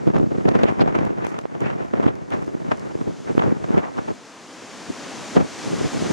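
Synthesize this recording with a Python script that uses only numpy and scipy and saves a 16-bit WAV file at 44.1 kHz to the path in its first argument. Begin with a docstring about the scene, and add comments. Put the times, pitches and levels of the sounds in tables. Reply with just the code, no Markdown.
"""A snowstorm at the edge of a spruce wood, heard through the two close ports of a small stereo microphone.
In the first second turbulent gusts thump and crackle densely, mostly in opposite phase; then they thin out,
while snow grains and flurries, modelled as decaying noise, tick on the housing. Buffeting returns near 3.4 s
and sinks after 4.1 s, as the trees and drifting snow, three bands of noise, swell in a hiss.
A hard thump falls at 5.4 s; weaker ones follow under the loudest hiss."""
import sys
import numpy as np
from scipy import signal
from scipy.fft import rfft, irfft, next_fast_len
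from scipy.io import wavfile
from scipy.ndimage import uniform_filter1d

SR = 44100
rng = np.random.default_rng(int(sys.argv[2]) if len(sys.argv) > 2 else 0)


def to_wav(s):
    """Save 16-bit WAV."""
    ch = np.atleast_2d(s).T  # columns
    pcm = np.round(np.clip(ch, -1, 1) * 32767)  # PCM
    wavfile.write(sys.argv[1], SR, pcm.astype(np.int16))


N = 269892
TIME = np.arange(N) / SR

# In all tables levels are relative: the sources add their own gains.
# "Sum" and "difference" are those of the two ports; "edge" is the share of small, bright eddies.

# wind in the trees: time_s, treble_level_db
TREE_WIND = [(0.0, -60), (0.7, -59.5), (0.97, -65), (2.15, -63.5), (3.24, -56), (3.94, -57.5), (5.18, -44),
             (5.54, -43), (6.12, -41)]
# colour of the trees in the sum and in the difference: frequency_hz, density_db (per Hz)
TREES_SUM_COLOUR = [(29, -83), (50, -25), (69, -25), (140, -11), (200, -4.5), (278, -1.5), (380, -5.5),
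                    (500, -7), (1000, -9), (3830, -18), (6680, -17.5), (11700, -40), (12800, -46.5),
                    (22000, -120)]
TREES_DIFFERENCE_COLOUR = [(60, -9), (280, -38), (700, -14), (2000, -11), (4800, -16.5), (6500, -11),
                           (8100, -5.5), (9500, -14.5), (12500, -30)]

# short clicks with a knock at the ports, from snow grains or bright-edged eddies:
# time_s, treble_peak_db, body_db (relative to treble)
CLICKS = [(0.4885, -52, 17), (0.632, -44, 19), (1.051, -52, -1), (1.246, -52, 7), (1.2663, -48, 10),
          (1.388, -47.5, 15.5), (1.412, -57, -9), (1.605, -52.5, 17.5), (2.154, -58, 2), (2.304, -54.5, 17),
          (2.718, -54, 19), (2.772, -55, -3), (2.795, -53, 0)]
# flurries of fine snow that pepper the housing: centre_s, spread_s, grain_level_db
FLURRIES = [(1.305, 0.036, -50), (1.86, 0.02, -57), (2.429, 0.058, -52)]
GRAINS_PER_FLURRY = 24
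# colour of a click's tick and of its knock: frequency_hz, density_db (per Hz)
TICK_COLOUR = [(1000, -15), (3500, -2), (6500, 5), (9000, -6.5), (12500, -11)]
KNOCK_COLOUR = [(100, -8), (400, 29.5), (1300, -4), (3000, 14), (6000, -25)]

# steady airflow over the ports, which almost dies while the trees swell: time_s, level_db, edge_db
AIRFLOW = [(0, -25, -19), (1.0, -28, -15.5), (1.49, -35.5, -12), (1.76, -31.5, -10.5), (2.23, -32, -16.5),
           (2.5, -28, -19), (2.9, -31, -11), (3.22, -37.5, -44), (3.66, -28.5, -15.5), (4.1, -36, -10),
           (4.22, -55.5, -26), (5.15, -43, -22), (6.12, -39, -22)]
# gusts that ride on it: start_s, length_s, level_db, edge_db
GUSTS = [(0.16, 0.059, -15, -29), (0.484, 0.14, -19, -13), (0.639, 0.059, -20.5, -4),
         (0.81, 0.14, -23.5, -11.5), (0.95, 0.12, -24.5, -10.5), (1.213, 0.14, -31, -6),
         (1.609, 0.081, -28.5, -6), (1.954, 0.14, -23.5, -13), (2.324, 0.024, -26, -6.5),
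         (3.014, 0.15, -32.5, -19), (3.276, 0.025, -26.5, -12), (3.376, 0.15, -21, -16.5),
         (3.705, 0.05, -26, -12), (3.781, 0.078, -28.5, -6), (5.38, 0.02, -23, -15),
         (5.653, 0.18, -30.5, -27), (5.952, 0.21, -27, -28)]
GUST_ATTACK_S, GUST_RELEASE_S = 0.016, 0.047

# colour of the crackle at the rims of the ports: frequency_hz, density_db (per Hz)
CRACKLE_COLOUR = [(200, -29), (700, -6), (1300, 6), (2200, 2), (3300, -27), (7000, -26), (12000, -42)]
POPS_PER_S = 700
# fast eddies that skim a rim and rasp: centre_s, level_db, length_s, band_centre_hz
RASPS = [(0.457, -36, 0.0027, 1890), (0.49, -33, 0.0019, 4350), (0.637, -29.5, 0.0044, 3000),
         (0.68, -34.5, 0.022, 2130), (0.815, -34.5, 0.0096, 3320), (1.253, -43.5, 0.02, 1900),
         (1.661, -39.5, 0.029, 1920), (2.083, -37.5, 0.0062, 2430), (2.327, -39, 0.0059, 1980),
         (3.395, -32.5, 0.0027, 2600), (3.459, -37, 0.025, 1110), (3.752, -35.5, 0.028, 1030),
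         (3.787, -36, .007, 1880), (3.841, -32.5, 0.004, 1370), (3.85, -36.5, 0.062, 845),
         (3.985, -30.5, 0.0073, 1130), (5.371, -24.5, 0.0053, 1200)]
RASP_POPS_PER_S, RASP_WIDTH = 2500, 1.4  # width: ratio of the band's edges to its centre

# compact eddies that slap a port: centre_s, level_db, nominal_pitch_hz, sum_db (relative to difference)
SLAPS = [(0.4895, -1, 560, -9.5), (0.657, 5, 380, -20), (0.724, -6, 220, -6), (0.839, 0, 264, -15),
         (0.967, -6, 276, -11), (1.2683, -14.5, 513, -4.5), (1.39, -16, 620, -4), (1.455, -8, 386, -9),
         (1.937, -10, 298, -4.5), (1.999, -1.5, 324, -15.5), (2.066, 5.5, 214, -14.5),
         (2.551, -7.5, 250, -16), (2.7173, -2.5, 547, -5.5), (3.353, -14, 190, -4), (3.38, 4, 268, -11.5),
         (3.476, -12, 149, -10), (3.707, -2, 260, -26)]

# how evenly the air meets both ports: time_s, sum_db (relative to difference)
EVENNESS = [(0, -13.5), (2.3, -12), (3.5, -11), (4.2, -10.5), (5.45, -11), (6.1, -4.5)]
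# colour of the buffeting in the sum and in the difference: frequency_hz, density_db (per Hz)
BUFFET_SUM_COLOUR = [(18, -52), (30, -19), (59, -8.5), (100, 0), (160, 2.5), (359, 2), (560, -2.5),
                     (1100, -12), (2800, -25.5), (4400, -37), (6740, -39.5), (12000, -74), (22000, -120)]
BUFFET_DIFFERENCE_COLOUR = [(18, -92), (30, -60), (80, -3), (161, 6), (387, 3.3), (536, -3.5), (1000, -12),
                            (2540, -34), (5660, -59.5), (8030, -50), (12000, -78), (22000, -120)]
# small eddies sound above EDGE_HZ; the buffeting colours hold for air with the usual edge
EDGE_HZ, USUAL_EDGE_DB = 700, -17.5

# strong eddies that sweep past: nominal_centre_s, level_db, length_s, edge_db, sum_db (relative to difference)
THUMPS = [(0.080, -5.5, 0.01, -17, -12.5), (0.103, -9.5, 0.0049, -15, -9.5),
          (0.139, -13.5, 0.0055, -13, -14.5), (0.166, -8.5, 0.01, -9, -10.5),
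          (0.183, -10.5, 0.0045, -24, -11), (0.231, -9.5, .007, -16, -15.5),
          (0.263, -15.5, 0.003, -17, -10), (0.32, -17, 0.009, -17, -9.5), (0.355, -15, 0.0056, -17, -13),
          (0.385, -11, 0.0034, -26, -11), (0.458, -5.5, 0.006, -16.5, -11), (0.487, -6.5, 0.011, -10, -11),
          (0.516, -13.5, 0.0088, -6, -12), (0.557, -6.5, 0.011, -9, -12), (0.593, -14.5, 0.0095, -1, -9.5),
          (0.635, -6, 0.002, -7, -10), (0.641, -5.5, 0.0085, -18, -10.5), (0.687, -20.5, 0.012, 15, -6.5),
          (0.704, -17, 0.0046, -34, -2.5), (0.799, -17, 0.008, -4.5, -6), (0.81, -7, 0.013, -9, -19),
          (0.821, -9, 0.0094, -8, -8.5), (0.861, -9, .0035, -15, -11.5), (0.881, -12, 0.011, -4, -12),
          (0.955, -13, 0.0063, 0, -7.5), (0.99, -15, 0.006, -7, -7), (1.016, -16, 0.0061, -14, -6),
          (1.185, -23, 0.014, -9, -14), (1.249, -20.5, 0.0097, 3, -14.5), (1.552, -24.5, .008, -5, -10.5),
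          (1.62, -17.5, 0.015, -25, -13), (1.646, -21.5, .009, -12, -7.5), (1.668, -18, 0.011, -10, -12),
          (1.703, -25.5, 0.0074, 10, -9), (1.757, -20, 0.0095, -22, -15.5), (1.808, -20, 0.0095, -8, -13.5),
          (1.939, -12, 0.0055, -7.5, -13.5), (2.057, -20.5, 0.0043, -23, -7),
          (2.083, -14, 0.018, -6, -11.5), (2.324, -22, 0.0053, 14, -10), (2.345, -15.5, 0.0051, -12, -15.5),
          (2.428, -24.5, 0.0091, -6, -15), (2.686, -23, 0.013, -7, -12), (2.719, -15, 0.013, 3, -12),
          (2.954, -15.5, 0.0041, -27, -15), (3.014, -18, 0.0094, -12, -13.5),
          (3.078, -19.5, 0.016, -17, -11), (3.306, -16.5, 0.012, -17, -14.5),
          (3.397, -8.5, 0.0049, -1, -17), (3.423, -17, 0.011, 7, -11.5), (3.461, -16, 0.0072, -16, -22),
          (3.476, -13.5, 0.017, -26, -12), (3.524, -11, 0.0087, -25, -18.5), (3.644, -17, 0.0052, -7, -15),
          (3.745, -9.5, 0.007, -24, -12.5), (3.782, -6, 0.012, -10, -13.5),
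          (3.987, -21.5, 0.029, -3, -13.5), (4.086, -21, 0.0094, -6, -10), (4.109, -20, 0.012, -13, -14),
          (4.9, -20, 0.0075, -23, -7), (5.369, -3, 0.0046, -11, -10.5), (5.378, -4.5, 0.014, -10, -10),
          (5.408, -8, 0.018, -12, -10.5), (5.448, -18.5, .009, -18, -13), (5.668, -19.5, 0.0088, -35, -11),
          (5.737, -18, 0.019, -19, -15.5), (5.813, -15.5, 0.0076, -22, -12),
          (5.85, -16.5, 0.015, -33, -11.5), (5.951, -19.5, 0.011, -32, -9), (5.974, -22, 0.0079, -13, -11),
          (6.02, -19, 0.012, -26, -6), (6.06, -19.5, 0.011, -18, -5.5), (6.108, -15.5, 0.013, -20, -9.5)]
# weaker eddies come at random; their base level is relative to the wind that carries them
EDDIES_PER_S, EDDY_DB, EDDY_RANGE_DB, EDDY_S, EDDY_EDGE_DB = 7, 2.5, 5, 0.0049, -10

TOP_HZ = 12800


def undb(db):
    """Logarithmic level: decibels to amplitude gain."""
    return 10 ** (np.asarray(db) / 20)


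def curves(table):
    """Linear interpolation: the columns of a timed table, joined by straight lines."""
    s, *columns = np.transpose(table)
    return [np.interp(TIME, s, column) for column in columns]


def colour(x, points):
    """Minimum-phase filtering through (Hz, dB) points; white noise keeps its power."""
    size = next_fast_len(x.shape[-1] // 2 + 1) * 2
    hz, db = np.transpose(points)
    bin_hz = np.arange(size // 2 + 1) * SR / size
    gain = undb(np.interp(np.log(bin_hz + 1), np.log(hz), db))
    cepstrum = irfft(np.log(gain / np.sqrt(np.mean(gain ** 2))))
    # folding the cepstrum onto positive time makes the filter causal
    cepstrum[1:size // 2] *= 2
    cepstrum[size // 2 + 1:] = 0
    response = np.exp(rfft(cepstrum))
    return irfft(rfft(x, size) * response)[..., :x.shape[-1]]


def walk(rate):
    """Smoothed random process with about `rate` turns a second and a standard deviation of 1."""
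    hold = max(int(SR / rate), 2)
    steps = np.repeat(rng.standard_normal(N // hold + 1), hold)[:N]
    y = uniform_filter1d(steps, hold)
    return y / y.std()


def add(out, sound, s):
    """Superposition: mix a short sound in from time s."""
    start = int(np.clip(s * SR, 0, N - 1))
    out[:, start:start + sound.shape[1]] += sound[:, :N - start]


def centred_time(size):
    """Local time axis in seconds, with zero in the middle of a short sound."""
    return (np.arange(size) - size // 2) / SR


def random_pops(size, per_s, scatter_db):
    """Random impulse process: pops of either sign with log-normal strength, independent in each channel."""
    present = rng.random((2, size)) < per_s / SR
    sign = rng.choice([-1, 1], (2, size))
    return present * sign * undb(scatter_db * rng.standard_normal((2, size)))


def trees(gain_db=9.5, side_db=-13, roar_follow=0.85, spray_follow=1.0, full_db=-44.5, waver_db=0.33):
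    """Broadband aerodynamic noise: boughs roar, needles hiss, blown snow sizzles; the roar grows least with wind."""
    force_db = curves(TREE_WIND)[0] - full_db
    mid = colour(rng.standard_normal(N), TREES_SUM_COLOUR)
    side = undb(side_db) * colour(rng.standard_normal(N), TREES_DIFFERENCE_COLOUR)
    air = np.array([mid, side])
    roar = signal.sosfiltfilt(signal.butter(1, 1800, fs=SR, output="sos"), air)
    spray = signal.sosfiltfilt(signal.butter(3, 8500, "high", fs=SR, output="sos"), air)
    hiss = air - roar - spray
    out = np.zeros((2, N))
    for band, growth in [(roar, roar_follow), (hiss, 1), (spray, spray_follow)]:
        out += band * undb(full_db + gain_db + growth * force_db + waver_db * walk(16))
    return out


def wind():
    """Addition of powers: level and edge of gusts that rise, hold and die away on top of the steady flow."""
    flow_db, flow_edge_db = curves(AIRFLOW)
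    power = undb(flow_db) ** 2
    edge = power * undb(flow_edge_db)
    for start, length, db, edge_db in GUSTS:
        before = np.maximum(start - TIME, 0) / GUST_ATTACK_S
        after = np.maximum(TIME - start - length, 0) / GUST_RELEASE_S
        gust = undb(db) ** 2 * np.exp(-2 * np.minimum(before + after, 20))
        power = power + gust
        edge = edge + gust * undb(edge_db)
    # the edge is the power-weighted mean of the amplitude ratios
    return 10 * np.log10(power), 20 * np.log10(edge / power)


def clicks_and_snow(wind_db, tick_db=14.5, knock_db=6.0, side_db=6.0, fine_db=-48, count=70, size=1024):
    """Impulsive excitation: clicks tick and knock; fine snow ticks in flurries or at random, harder in a gust."""
    ticks, knocks = np.zeros((2, N)), np.zeros((2, N))
    fade = np.exp(-np.arange(size) / SR / 0.001)
    for s, db, body_db in CLICKS:
        hit = rng.standard_normal((2, size)) * fade
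        hit *= 4 / np.linalg.norm(hit, axis=1, keepdims=True)
        add(ticks, hit * undb(db + tick_db), s + 0.00086)
        add(knocks, hit * undb(db + body_db + knock_db), s + 0.00035)
    for when, weight in rng.random((count, 2)):
        lull_db = wind_db[int(when * N)] - wind_db.max()
        db = fine_db + 12 * weight ** 2 + 2.9 * lull_db
        add(ticks, rng.standard_normal((2, size)) * fade * undb(db), when * N / SR)
    for centre, spread, db in FLURRIES:
        for late, weight in rng.standard_normal((GRAINS_PER_FLURRY, 2)):
            hit = rng.standard_normal((2, size)) * fade
            add(ticks, hit * undb(db + 2.7 * weight), centre + spread * late)
    return colour(ticks, TICK_COLOUR) * undb([[0], [-4]]) + colour(knocks, KNOCK_COLOUR) * undb([[0], [side_db]])


def crackle(wind_db, edge_db, gain_db=-15.0, edge_follow=0.74, scatter_db=5.5, side_db=2.0):
    """Flow separation: fast air tears at the rims in dense pops that grow with the wind's strength and edge."""
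    pops = random_pops(N, POPS_PER_S, scatter_db)
    strength = undb(wind_db + edge_follow * edge_db + gain_db)
    return colour(pops / pops.std() * strength, CRACKLE_COLOUR) * undb([[0], [side_db]])


def rasps(gain_db=0.0, side_db=2.5, scatter_db=5.0, size=4096):
    """Band-limited impulse noise: volleys of pops at a rim, each in the band its row gives."""
    out = np.zeros((2, N))
    t = centred_time(size)
    for s, db, length, hz in RASPS:
        pops = random_pops(size, RASP_POPS_PER_S, scatter_db)
        band = signal.butter(3, [hz / RASP_WIDTH, hz * RASP_WIDTH], "band", fs=SR, output="sos")
        volley = signal.sosfilt(band, pops * np.exp(-(t / length) ** 2))
        volley *= np.sqrt(length * SR) / np.linalg.norm(volley, axis=1, keepdims=True)
        add(out, volley * undb([[db + gain_db], [db + gain_db + side_db]]), s + t[0])
    return out


def slaps(gain_db=2.5, turns=0.29, sum_ratio=1.14, steepen=0.79, rounding_hz=5000, size=2048):
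    """Damped pressure pulse: one quick push and pull, steepest in the middle; the sum is shorter and so higher."""
    out = np.zeros((2, N))
    t = centred_time(size)
    for s, db, hz, sum_db in SLAPS:
        cycles = np.abs(hz * t * np.array([[sum_ratio], [1]])) ** np.array([[steepen], [1]])
        swing = np.sign(t) * np.sin(2 * np.pi * cycles) * np.exp(-cycles / turns)
        swing *= rng.choice([-1, 1], (2, 1))
        add(out, swing * undb([[db + gain_db + sum_db], [db + gain_db]]), s + t[0])
    return signal.sosfilt(signal.butter(4, rounding_hz, fs=SR, output="sos"), out)


def ports(pressure, edge_db, mid_edge=0.89):
    """Turbulent scale: a higher edge adds small, bright eddies; sum and difference of the ports are coloured apart."""
    high_pass = signal.butter(2, EDGE_HZ, "high", fs=SR, output="sos")
    small = signal.sosfiltfilt(high_pass, pressure)
    large = pressure - small
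    extra_db = edge_db - USUAL_EDGE_DB
    mid = colour(large[0] + small[0] * undb(mid_edge * extra_db), BUFFET_SUM_COLOUR)
    side = colour(large[1] + small[1] * undb(extra_db), BUFFET_DIFFERENCE_COLOUR)
    return np.array([mid, side])


def buffeting(level_db, edge_db, gain_db=-1.5, surge_db=0.73, flutter_db=3.0, edge_flutter_db=0.95):
    """Turbulent cascade: surges break into quick puffs; the stronger a surge, the brighter."""
    surge, flutter = walk(55), walk(160)
    strength = undb(level_db + gain_db + surge_db * surge + flutter_db * flutter)
    edge_db = edge_db + edge_flutter_db * (surge + walk(90))
    mid, side = ports(rng.standard_normal((2, N)) * strength, edge_db)
    return np.array([mid * undb(curves(EVENNESS)[0]), side])


def stray_eddies(wind_db, sum_db=-10.5):
    """Random arrivals: weaker eddies scaled by the wind, in the columns of THUMPS."""
    eddies = []
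    for when, weight, stretch in rng.random((int(EDDIES_PER_S * N / SR), 3)):
        db = wind_db[int(when * N)] + EDDY_DB + EDDY_RANGE_DB * weight ** 2
        eddies.append((when * N / SR, db, EDDY_S * (.5 + stretch), EDDY_EDGE_DB, sum_db))
    return eddies


def thumps(eddies, gain_db=0.0, bright_db=-6.0, rise=0.68, fall=0.81, edge_shape=1.09, spike_db=4.0, size=4096):
    """Convected eddy: a vortex sweeps over the ports as a rough burst, broken into spikes under a millisecond long."""
    out = np.zeros((2, N))
    t = centred_time(size)
    for s, db, length, edge_db, sum_db in eddies:
        reach = length * np.where(t < 0, rise, fall)
        pressure = rng.standard_normal((2, size)) * np.exp(-np.abs(t / reach) ** edge_shape)
        pressure *= undb(spike_db * np.repeat(rng.standard_normal(size // 32), 32))
        eddy = ports(pressure, edge_db + bright_db)
        eddy *= np.sqrt(length * SR) / np.linalg.norm(eddy, axis=1, keepdims=True)
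        add(out, eddy * undb([[db + gain_db + sum_db], [db + gain_db]]), s + t[0] - .001)
    return out


def scene():
    """Sum-and-difference stereo: all sources turned into left and right; the trees stand a little to the left."""
    to_stereo = np.array([[1, 1.0], [1, -1.14]])
    lean_db, port_lean_db = 0.83, 0.5
    wind_db, edge_db = wind()
    far = trees()
    near = clicks_and_snow(wind_db) + crackle(wind_db, edge_db) + rasps() + slaps()
    near += buffeting(wind_db, edge_db) + thumps(stray_eddies(wind_db)) + thumps(THUMPS)
    far_stereo = undb([[lean_db], [-lean_db]]) * (to_stereo @ far)
    near_stereo = undb([[port_lean_db], [-port_lean_db]]) * (to_stereo @ near)
    return far_stereo + near_stereo


def follow(x, attack_s, release_s):
    """Peak detection: an envelope that rises fast and lets its peaks fade slowly."""
    keep = np.exp(-1 / (attack_s * SR))
    fast = signal.lfilter([1 - keep], [1, -keep], x) + 1e-9  # keeps the logarithm finite
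    fade = TIME / release_s
    return np.exp(np.maximum.accumulate(np.log(fast) + fade) - fade)


def record(dry, wind_cut_hz=45, threshold=0.13, attack_s=0.013, release_s=0.18):
    """Compression and clipping: deep bass is trimmed, gain ducks after hard thumps, peaks clip, the top is cut."""
    x = signal.sosfilt(signal.butter(2, wind_cut_hz, "high", fs=SR, output="sos"), dry)
    envelope = follow(np.abs(x).max(axis=0), attack_s, release_s)
    x = x * np.sqrt(threshold / np.maximum(envelope, threshold))  # ratio 2:1 above the threshold
    low_pass = signal.ellip(8, .2, 70, TOP_HZ, fs=SR, output="sos")
    return signal.sosfilt(low_pass, np.clip(x, -1, 1))


dry = scene()
out = record(dry)
to_wav(out)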